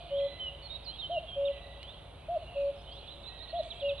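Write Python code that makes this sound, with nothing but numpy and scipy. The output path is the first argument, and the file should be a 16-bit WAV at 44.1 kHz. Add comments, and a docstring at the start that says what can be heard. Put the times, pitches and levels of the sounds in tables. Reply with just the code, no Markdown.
"""Over a soft outdoor hush, a low distant drone and a far chorus, small birds begin to whistle, a cuckoo
sings a long, level "coo", and a far bird pipes one note at intervals. From about one second on, the
cuckoo gives its full call three times: a short arched "cu", then the "coo", both nearly pure tones.
A twig-like tick falls midway; near the end come a warbler's four swoops, another tick and thin rasps.
The trees scatter the cuckoo's notes, the whistles and the piping into reverberation."""
import sys
import numpy as np
from scipy import signal
from scipy.fft import rfft, irfft
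from scipy.io import wavfile
from scipy.ndimage import uniform_filter1d

SR = 44100
rng = np.random.default_rng(int(sys.argv[2]) if len(sys.argv) > 2 else 0)


def inscribe(sig):
    """Save sig as 16-bit PCM at rate SR to the path in sys.argv[1].

    A 1-D sig is mono; a 2-D sig holds one channel per row.
    Samples are clipped to [-1, 1] before scaling.
    """
    pcm = np.round(np.clip(np.atleast_2d(sig).T, -1, 1) * 32767)
    wavfile.write(sys.argv[1], SR, pcm.astype(np.int16))


N = 176400
# The cuckoo's "cu". Each row: start in seconds, length in seconds, top pitch in Hz, level in dB.
CU_NOTES = [(1.094, 0.0995, 699.7, -31), (2.282, 0.102, 702, -30), (3.526, .093, 697.7, -31)]
SIDE_SIGNS = np.array([[1], [-1]])  # a side signal adds on the left and subtracts on the right


def amp(db):
    """The decibel scale: 20 dB is a tenfold amplitude."""
    return 10 ** (np.asarray(db) / 20)


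def unit(x):
    """Normalisation to an rms of 1."""
    return x / np.sqrt(np.mean(x ** 2))


def walk(rate):
    """Low-pass noise: random steps, `rate` a second, smoothed to a wander with a spread near 1."""
    k = max(int(SR / rate), 2)
    steps = np.repeat(rng.standard_normal(N // k + 1), k)
    return 1.3 * uniform_filter1d(uniform_filter1d(steps, k), k)[:N]


def colour(x, points):
    """Spectral shaping by a curve of (Hz, dB) points."""
    hz, db = np.array(points, float).T
    f = np.maximum(np.fft.rfftfreq(2 * N, 1 / SR), 1)
    return irfft(rfft(x, 2 * N) * amp(np.interp(np.log(f), np.log(hz), db)))[..., :N]


def span(start, length):
    """Sampling of a note: its indices i and the share u of it that has passed."""
    i = np.arange(max(int(start * SR), 0), min(int((start + length) * SR), N))
    return i, np.clip((i / SR - start) / length, 0, 1)


def fade(u, rise, fall):
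    """A raised-cosine envelope; rise and fall are shares of the note."""
    attack = np.sin(np.pi / 2 * np.minimum(u / rise, 1))
    release = np.sin(np.pi / 2 * np.minimum((1 - u) / fall, 1))
    return (attack * release) ** 2


def phase_of(hz):
    """Phase is the running integral of frequency."""
    return 2 * np.pi * np.cumsum(hz) / SR


def trees(x, near_db, near_t60, far_db, far_t60, width):
    """Reverberation: quick scatter from near branches and a long, exponential tail from the wood."""
    t = np.arange(2 * SR) / SR
    out = 0
    for db, t60, onset_s in ((near_db, near_t60, .015), (far_db, far_t60, .08)):
        envelope = np.minimum(t / onset_s, 1) ** 2 * np.exp(-np.log(1000) * t / t60)
        mid, side = rng.standard_normal((2, len(t))) * envelope
        response = unit(mid + width * side * SIDE_SIGNS) / np.sqrt(len(t))
        out = out + amp(db) * signal.fftconvolve(x[None], response, axes=1)[:, :N]
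    return out


def hush():
    """Broadband ambient noise, nearly coherent between the two sides in the bass."""
    # Each row: frequency in Hz, relative spectral density in dB.
    spectrum = [(22, -15.5), (38, -7.5), (55, -2.5), (72, -0.5), (95, -5.5), (150, -8.5), (210, -17),
                (450, -14.5), (700, -12), (1150, -21), (1700, -26.5), (2300, -26.5), (4200, -35),
                (5200, -43), (7500, -46.5), (9000, -33), (11000, -36)]
    mid, side = colour(rng.standard_normal((2, N)), spectrum)
    side = colour(side, [(50, -26), (250, -6), (5000, -7)])
    return unit(mid + side * SIDE_SIGNS) * amp(-52)


def drone():
    """A distant hum: three low partials under slow random amplitude and frequency modulation."""
    # Each row: frequency in Hz, level in dB.
    partials = [(54, -52), (93, -60.5), (146, -63)]
    return sum(amp(db + 1.4 * walk(9.5)) * np.sin(phase_of(hz * (1 + .0396 * walk(12))))
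               for hz, db in partials)


def chorus():
    """Incoherent summation: many far birds blur into noise bands that flicker separately."""
    # Each row: frequency in Hz, relative spectral density in dB.
    spectrum = [(1800, -26.5), (2400, -8), (2900, -1.5), (3500, 0), (4050, -5), (4500, -15), (5200, -42)]
    # Each row: time in seconds, level in dB.
    levels = [(0, -51), (1.0, -55.5), (1.65, -53), (2.1, -57.5), (2.7, -54), (3.3, -54.5), (4, -50.5)]
    flicker_db = 4
    out, t = 0, np.arange(N) / SR
    for hz in np.geomspace(2000, 5000, num=14):
        band = [(hz / 1.12, -60), (hz / 1.03, 0), (hz * 1.03, 0), (hz * 1.12, -60)]
        mid, side = colour(rng.standard_normal((2, N)), band)
        out = out + amp(flicker_db * walk(13)) * (mid + .23 * side * SIDE_SIGNS)
    return unit(colour(out, spectrum)) * amp(np.interp(t, *np.array(levels).T))


def cuckoo_echo(call):
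    """Reflection: single echoes from nearby trunks, then the wood's uneven reverberant tail."""
    # Each row: delay in seconds, gain in dB.
    reflections = [(.066, -19), (.182, -32)]
    # The wood returns the higher note more strongly. Each row: frequency in Hz, gain in dB.
    wood_gain = [(560, -1), (690, 2)]
    wood = lambda x: trees(x, near_db=-22, near_t60=.37, far_db=-18.5, far_t60=2.8, width=.067)
    trunks = sum(amp(db) * np.pad(call, (int(delay * SR), 0))[:N] for delay, db in reflections)
    # Of a "cu" sung just before the scene opens, only the echo is heard.
    i, _ = span(*CU_NOTES[0][:2])
    earlier = wood(np.pad(call[i], (0, N - len(i))))
    elapsed = int(.17 * SR)
    tail = wood(call) + np.pad(earlier[:, elapsed:], ((0, 0), (0, elapsed)))
    return colour(trunks + tail * amp(2 * walk(45)), wood_gain)


def whistles():
    """Frequency glides: the pitch of each songbird note follows a cubic through four points."""
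    # Each row: start and length in seconds, pitch in Hz at the start, one third, two thirds
    # and the end, level in dB before the treble loss.
    glides = [ (0.081, 0.14, 2730, 3000, 3470, 4600, -48.5), (0.182, 0.035, 3345, 3000, 2550, 2350, -46.5),
              (.385, .122, 3088, 3050, 2950, 2800, -35), (0.616, .064, 4500, 4400, 4300, 4000, -41.5),
              (0.692, .087, 3700, 3750, 3830, 3700, -36.5), (.836, .087, 5900, 4340, 4130, 4200, -36.5),
              (0.871, .11, 2730, 3100, 3250, 3650, -47), (.981, .048, 3880, 3760, 3700, 3000, -36.5),
              (1.016, .058, 3256, 3150, 3050, 3130, -35.5), (1.109, .092, 3292, 3020, 2800, 2850, -36.5),
              (1.268, .112, 3420, 3250, 3170, 3200, -42), (1.449, .041, 3850, 3640, 3400, 1900, -39.5),
              (1.33, 0.3, 2775, 2820, 2820, 2100, -55.5), (1.781, 0.18, 2750, 3010, 3600, 4540, -47.5),
              (2.377, .3, 3023, 2800, 2610, 2320, -54), (2.41, .075, 6910, 6700, 6500, 5000, -57),
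              (2.575, 0.1, 7000, 6450, 4700, 4500, -56), (2.754, .08, 4200, 5450, 5050, 8000, -47.5),
              (2.852, 0.16, 2850, 3140, 3500, 4700, -47.5), (2.903, .078, 4570, 4700, 5700, 4400, -48),
              (3.041, .13, 9000, 7600, 7400, 7600, -55), (3.183, .12, 7480, 7400, 7700, 8000, -55),
              (3.472, 0.047, 3470, 3900, 4350, 3300, -45), (3.701, 0.033, 4110, 3750, 3250, 2750, -37),
              (3.798, .04, 4120, 3600, 3050, 2500, -38), (3.836, 0.081, 2780, 2840, 2700, 2400, -37.5),
              (3.884, 0.04, 3880, 3700, 3150, 2300, -36.5), (3.975, .047, 3990, 3700, 3150, 2700, -38.5)]
    for start, length, *pitches, db in glides:
        i, u = span(start, length)
        hz = np.polyval(np.polyfit(np.linspace(0, 1, 4), pitches, 3), u)
        yield i, hz, db, fade(u, .2, .2)


def songbirds(notes):
    """The direct-to-reverberant ratio falls with distance: fainter notes echo more and are rougher."""
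    near_db, echo_per_db, roughness_per_db = -31, .34, .24
    direct, scattered = np.zeros((2, N))
    waver, flutter = .0049 * walk(700), 1.5 * walk(110)
    for i, hz, db, envelope in notes:
        distance_loss_db = max(near_db - db, 0)
        roughness = roughness_per_db * distance_loss_db
        tone = np.sin(phase_of(hz * (1 + roughness * waver[i])))
        note = amp(db + flutter[i] * np.sqrt(roughness)) * envelope * tone
        direct[i] += note
        scattered[i] += note * amp(echo_per_db * distance_loss_db)
    return direct + trees(scattered, near_db=-13, near_t60=.25, far_db=-14, far_t60=1.1, width=.4)


def cuckoo():
    """Nearly pure tones with a faint octave: "cu" arches and swells as it drops, "coo" holds its pitch."""
    # The course of "cu". Each row: share of the note, ratio to the top pitch, gain in dB.
    cu_shape = [(0, .84, -5), (.17, .975, 0), (.38, .995, 0), (.56, 1.01, -1.3), (.68, .985, .8),
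                (.85, .89, 5.6), (1, .85, 0)]
    # Each row: start in seconds, length in seconds, pitch in Hz, level in dB.
    coo_notes = [(0.097, 0.19, 561.4, -27.5), (1.35, 0.18, 561, -27), (2.542, 0.18, 563.6, -27.5),
                 (3.806, 0.1444, 565, -27.5)]
    cu_attack_s, cu_release_s = .0075, .012
    coo_attack_s, coo_release_s, coo_swell_db = .037, .028, 2.5
    out, waver = np.zeros(N), 1 + .002 * walk(60)
    voice = lambda hz: np.sin(phase_of(hz)) + amp(-45) * np.sin(2 * phase_of(hz))
    share, ratio, shape_db = np.array(cu_shape).T
    contour = lambda u, values: uniform_filter1d(np.interp(u, share, values), size=350)
    for start, length, hz, db in CU_NOTES:
        i, u = span(start, length)
        envelope = fade(u, cu_attack_s / length, cu_release_s / length)
        out[i] += amp(db + contour(u, shape_db)) * envelope * voice(hz * contour(u, ratio) * waver[i])
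    for start, length, hz, db in coo_notes:
        i, u = span(start, length)
        envelope = fade(u, coo_attack_s / length, coo_release_s / length)
        out[i] += amp(db - coo_swell_db * (2 * u - 1) ** 2) * envelope * voice(hz * waver[i])
    return out


def piping():
    """A harmonic series led by its second partial: a far, reedy note that sags and is mostly echo."""
    # Each row: start in seconds, length in seconds, fundamental in Hz, base level in dB.
    notes = [(0.184, 0.21, 2007, -61), (1.497, 0.21, 1976, -63.5), (3.275, .23, 1909, -62.5)]
    harmonics_db, sag = (3.5, 8, -4.5), .015
    out, waver = np.zeros(N), 1 + .011 * walk(150)
    for start, length, hz, db in notes:
        i, u = span(start, length)
        phase = phase_of(hz * (1 + sag * (.5 - u)) * waver[i])
        tone = sum(amp(gain_db) * np.sin(k * phase) for k, gain_db in enumerate(harmonics_db, 1))
        out[i] += amp(db) * fade(u, .089, .3) * tone
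    return out + trees(out, near_db=-2, near_t60=.4, far_db=1, far_t60=1.6, width=.4)


def ticks():
    """Transients: dry, twig-like snaps of bright noise with exponential decay."""
    # Each row: start in seconds, level in dB before the treble loss.
    snaps = [(1.83, -24.5), (3.633, -29)]
    out, decay_s = np.zeros(N), .0031
    noise = unit(colour(rng.standard_normal(N), [(1200, -36), (3000, -15), (11000, -8.5)]))
    for start, db in snaps:
        i, u = span(start, 10 * decay_s)
        out[i] += amp(db) * np.exp(-10 * u) * noise[i]
    return out


def warbler_swoops():
    """Frequency sweeps: each note falls from high up, through a dip and over an arch."""
    # Each row: start and length in seconds, dip and arch in Hz, level in dB before the treble loss.
    swoops = [(3.054, 0.1, 3470, 4060, -42.5), (3.213, .103, 3596, 4087, -44),
              (3.374, .092, 3630, 4180, -42), (3.533, 0.088, 3262, 4100, -42.5)]
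    top_hz, end_hz = 5200, 3500
    turns = [.05, .32, .68, 1]  # shares of the note at the top, dip, arch and end
    for start, length, dip_hz, arch_hz, db in swoops:
        i, u = span(start, length)
        leg = np.interp(u, turns, np.arange(4))
        eased = np.floor(leg) + np.sin(np.pi / 2 * (leg % 1)) ** 2
        hz = np.interp(eased, np.arange(4), [top_hz, dip_hz, arch_hz, end_hz])
        yield i, hz, db, fade(u, .42, .2)


def rasps():
    """Narrow-band noise: random modulation spreads a high carrier into a thin, hoarse chirp."""
    # Each row: start in seconds, length in seconds, centre frequency in Hz, level in dB.
    chirps = [(3.63, .075, 8200, -67), (3.62, .15, 6700, -75), (3.735, .085, 7900, -71)]
    out, t = np.zeros(N), np.arange(N) / SR
    for start, length, hz, db in chirps:
        i, u = span(start, length)
        modulation = walk(1980) + 1j * walk(1980)
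        band = np.real(modulation * np.exp(2j * np.pi * hz * t))
        out[i] += amp(db) * fade(u, .22, .2) * band[i]
    return out


def scene():
    """Superposition: the birds and their echoes add to the hush and the drone."""
    # Treble loss on the songbirds, piping and ticks. Each row: frequency in Hz, gain in dB.
    treble_loss = [(1500, 0), (4150, 0), (4600, -11), (5200, -20), (7000, -25), (11000, -22)]
    call = cuckoo()
    echo = cuckoo_echo(call)
    song = songbirds([*whistles(), *warbler_swoops()])
    dulled = colour(song + piping() + ticks(), treble_loss)
    return call + echo + dulled + rasps() + chorus() + hush() + drone()


def record(dry):
    """Stereo time and level cues: the left microphone hears later and duller; both are low-passed."""
    # Left against right, equal in the bass. Each row: frequency in Hz, gain in dB.
    left_bass = [(700, 0)]
    left_treble = [(1200, 1), (2000, -4.5), (3000, -3.5), (3500, -6.5), (4000, -15), (5000, -7.5),
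                   (7000, -4.5), (11000, -3.5)]
    lag_s, cutoff_hz = .00005, 11100
    delay = np.exp(-2j * np.pi * np.fft.rfftfreq(2 * N, 1 / SR) * lag_s)
    left = irfft(rfft(colour(dry[0], left_bass + left_treble), 2 * N) * delay)[:N]
    lowpass = signal.ellip(10, .2, 70, cutoff_hz, fs=SR, output="sos")
    return signal.sosfilt(lowpass, np.array([left, dry[1]]))


dry = scene()
out = record(dry)
inscribe(out)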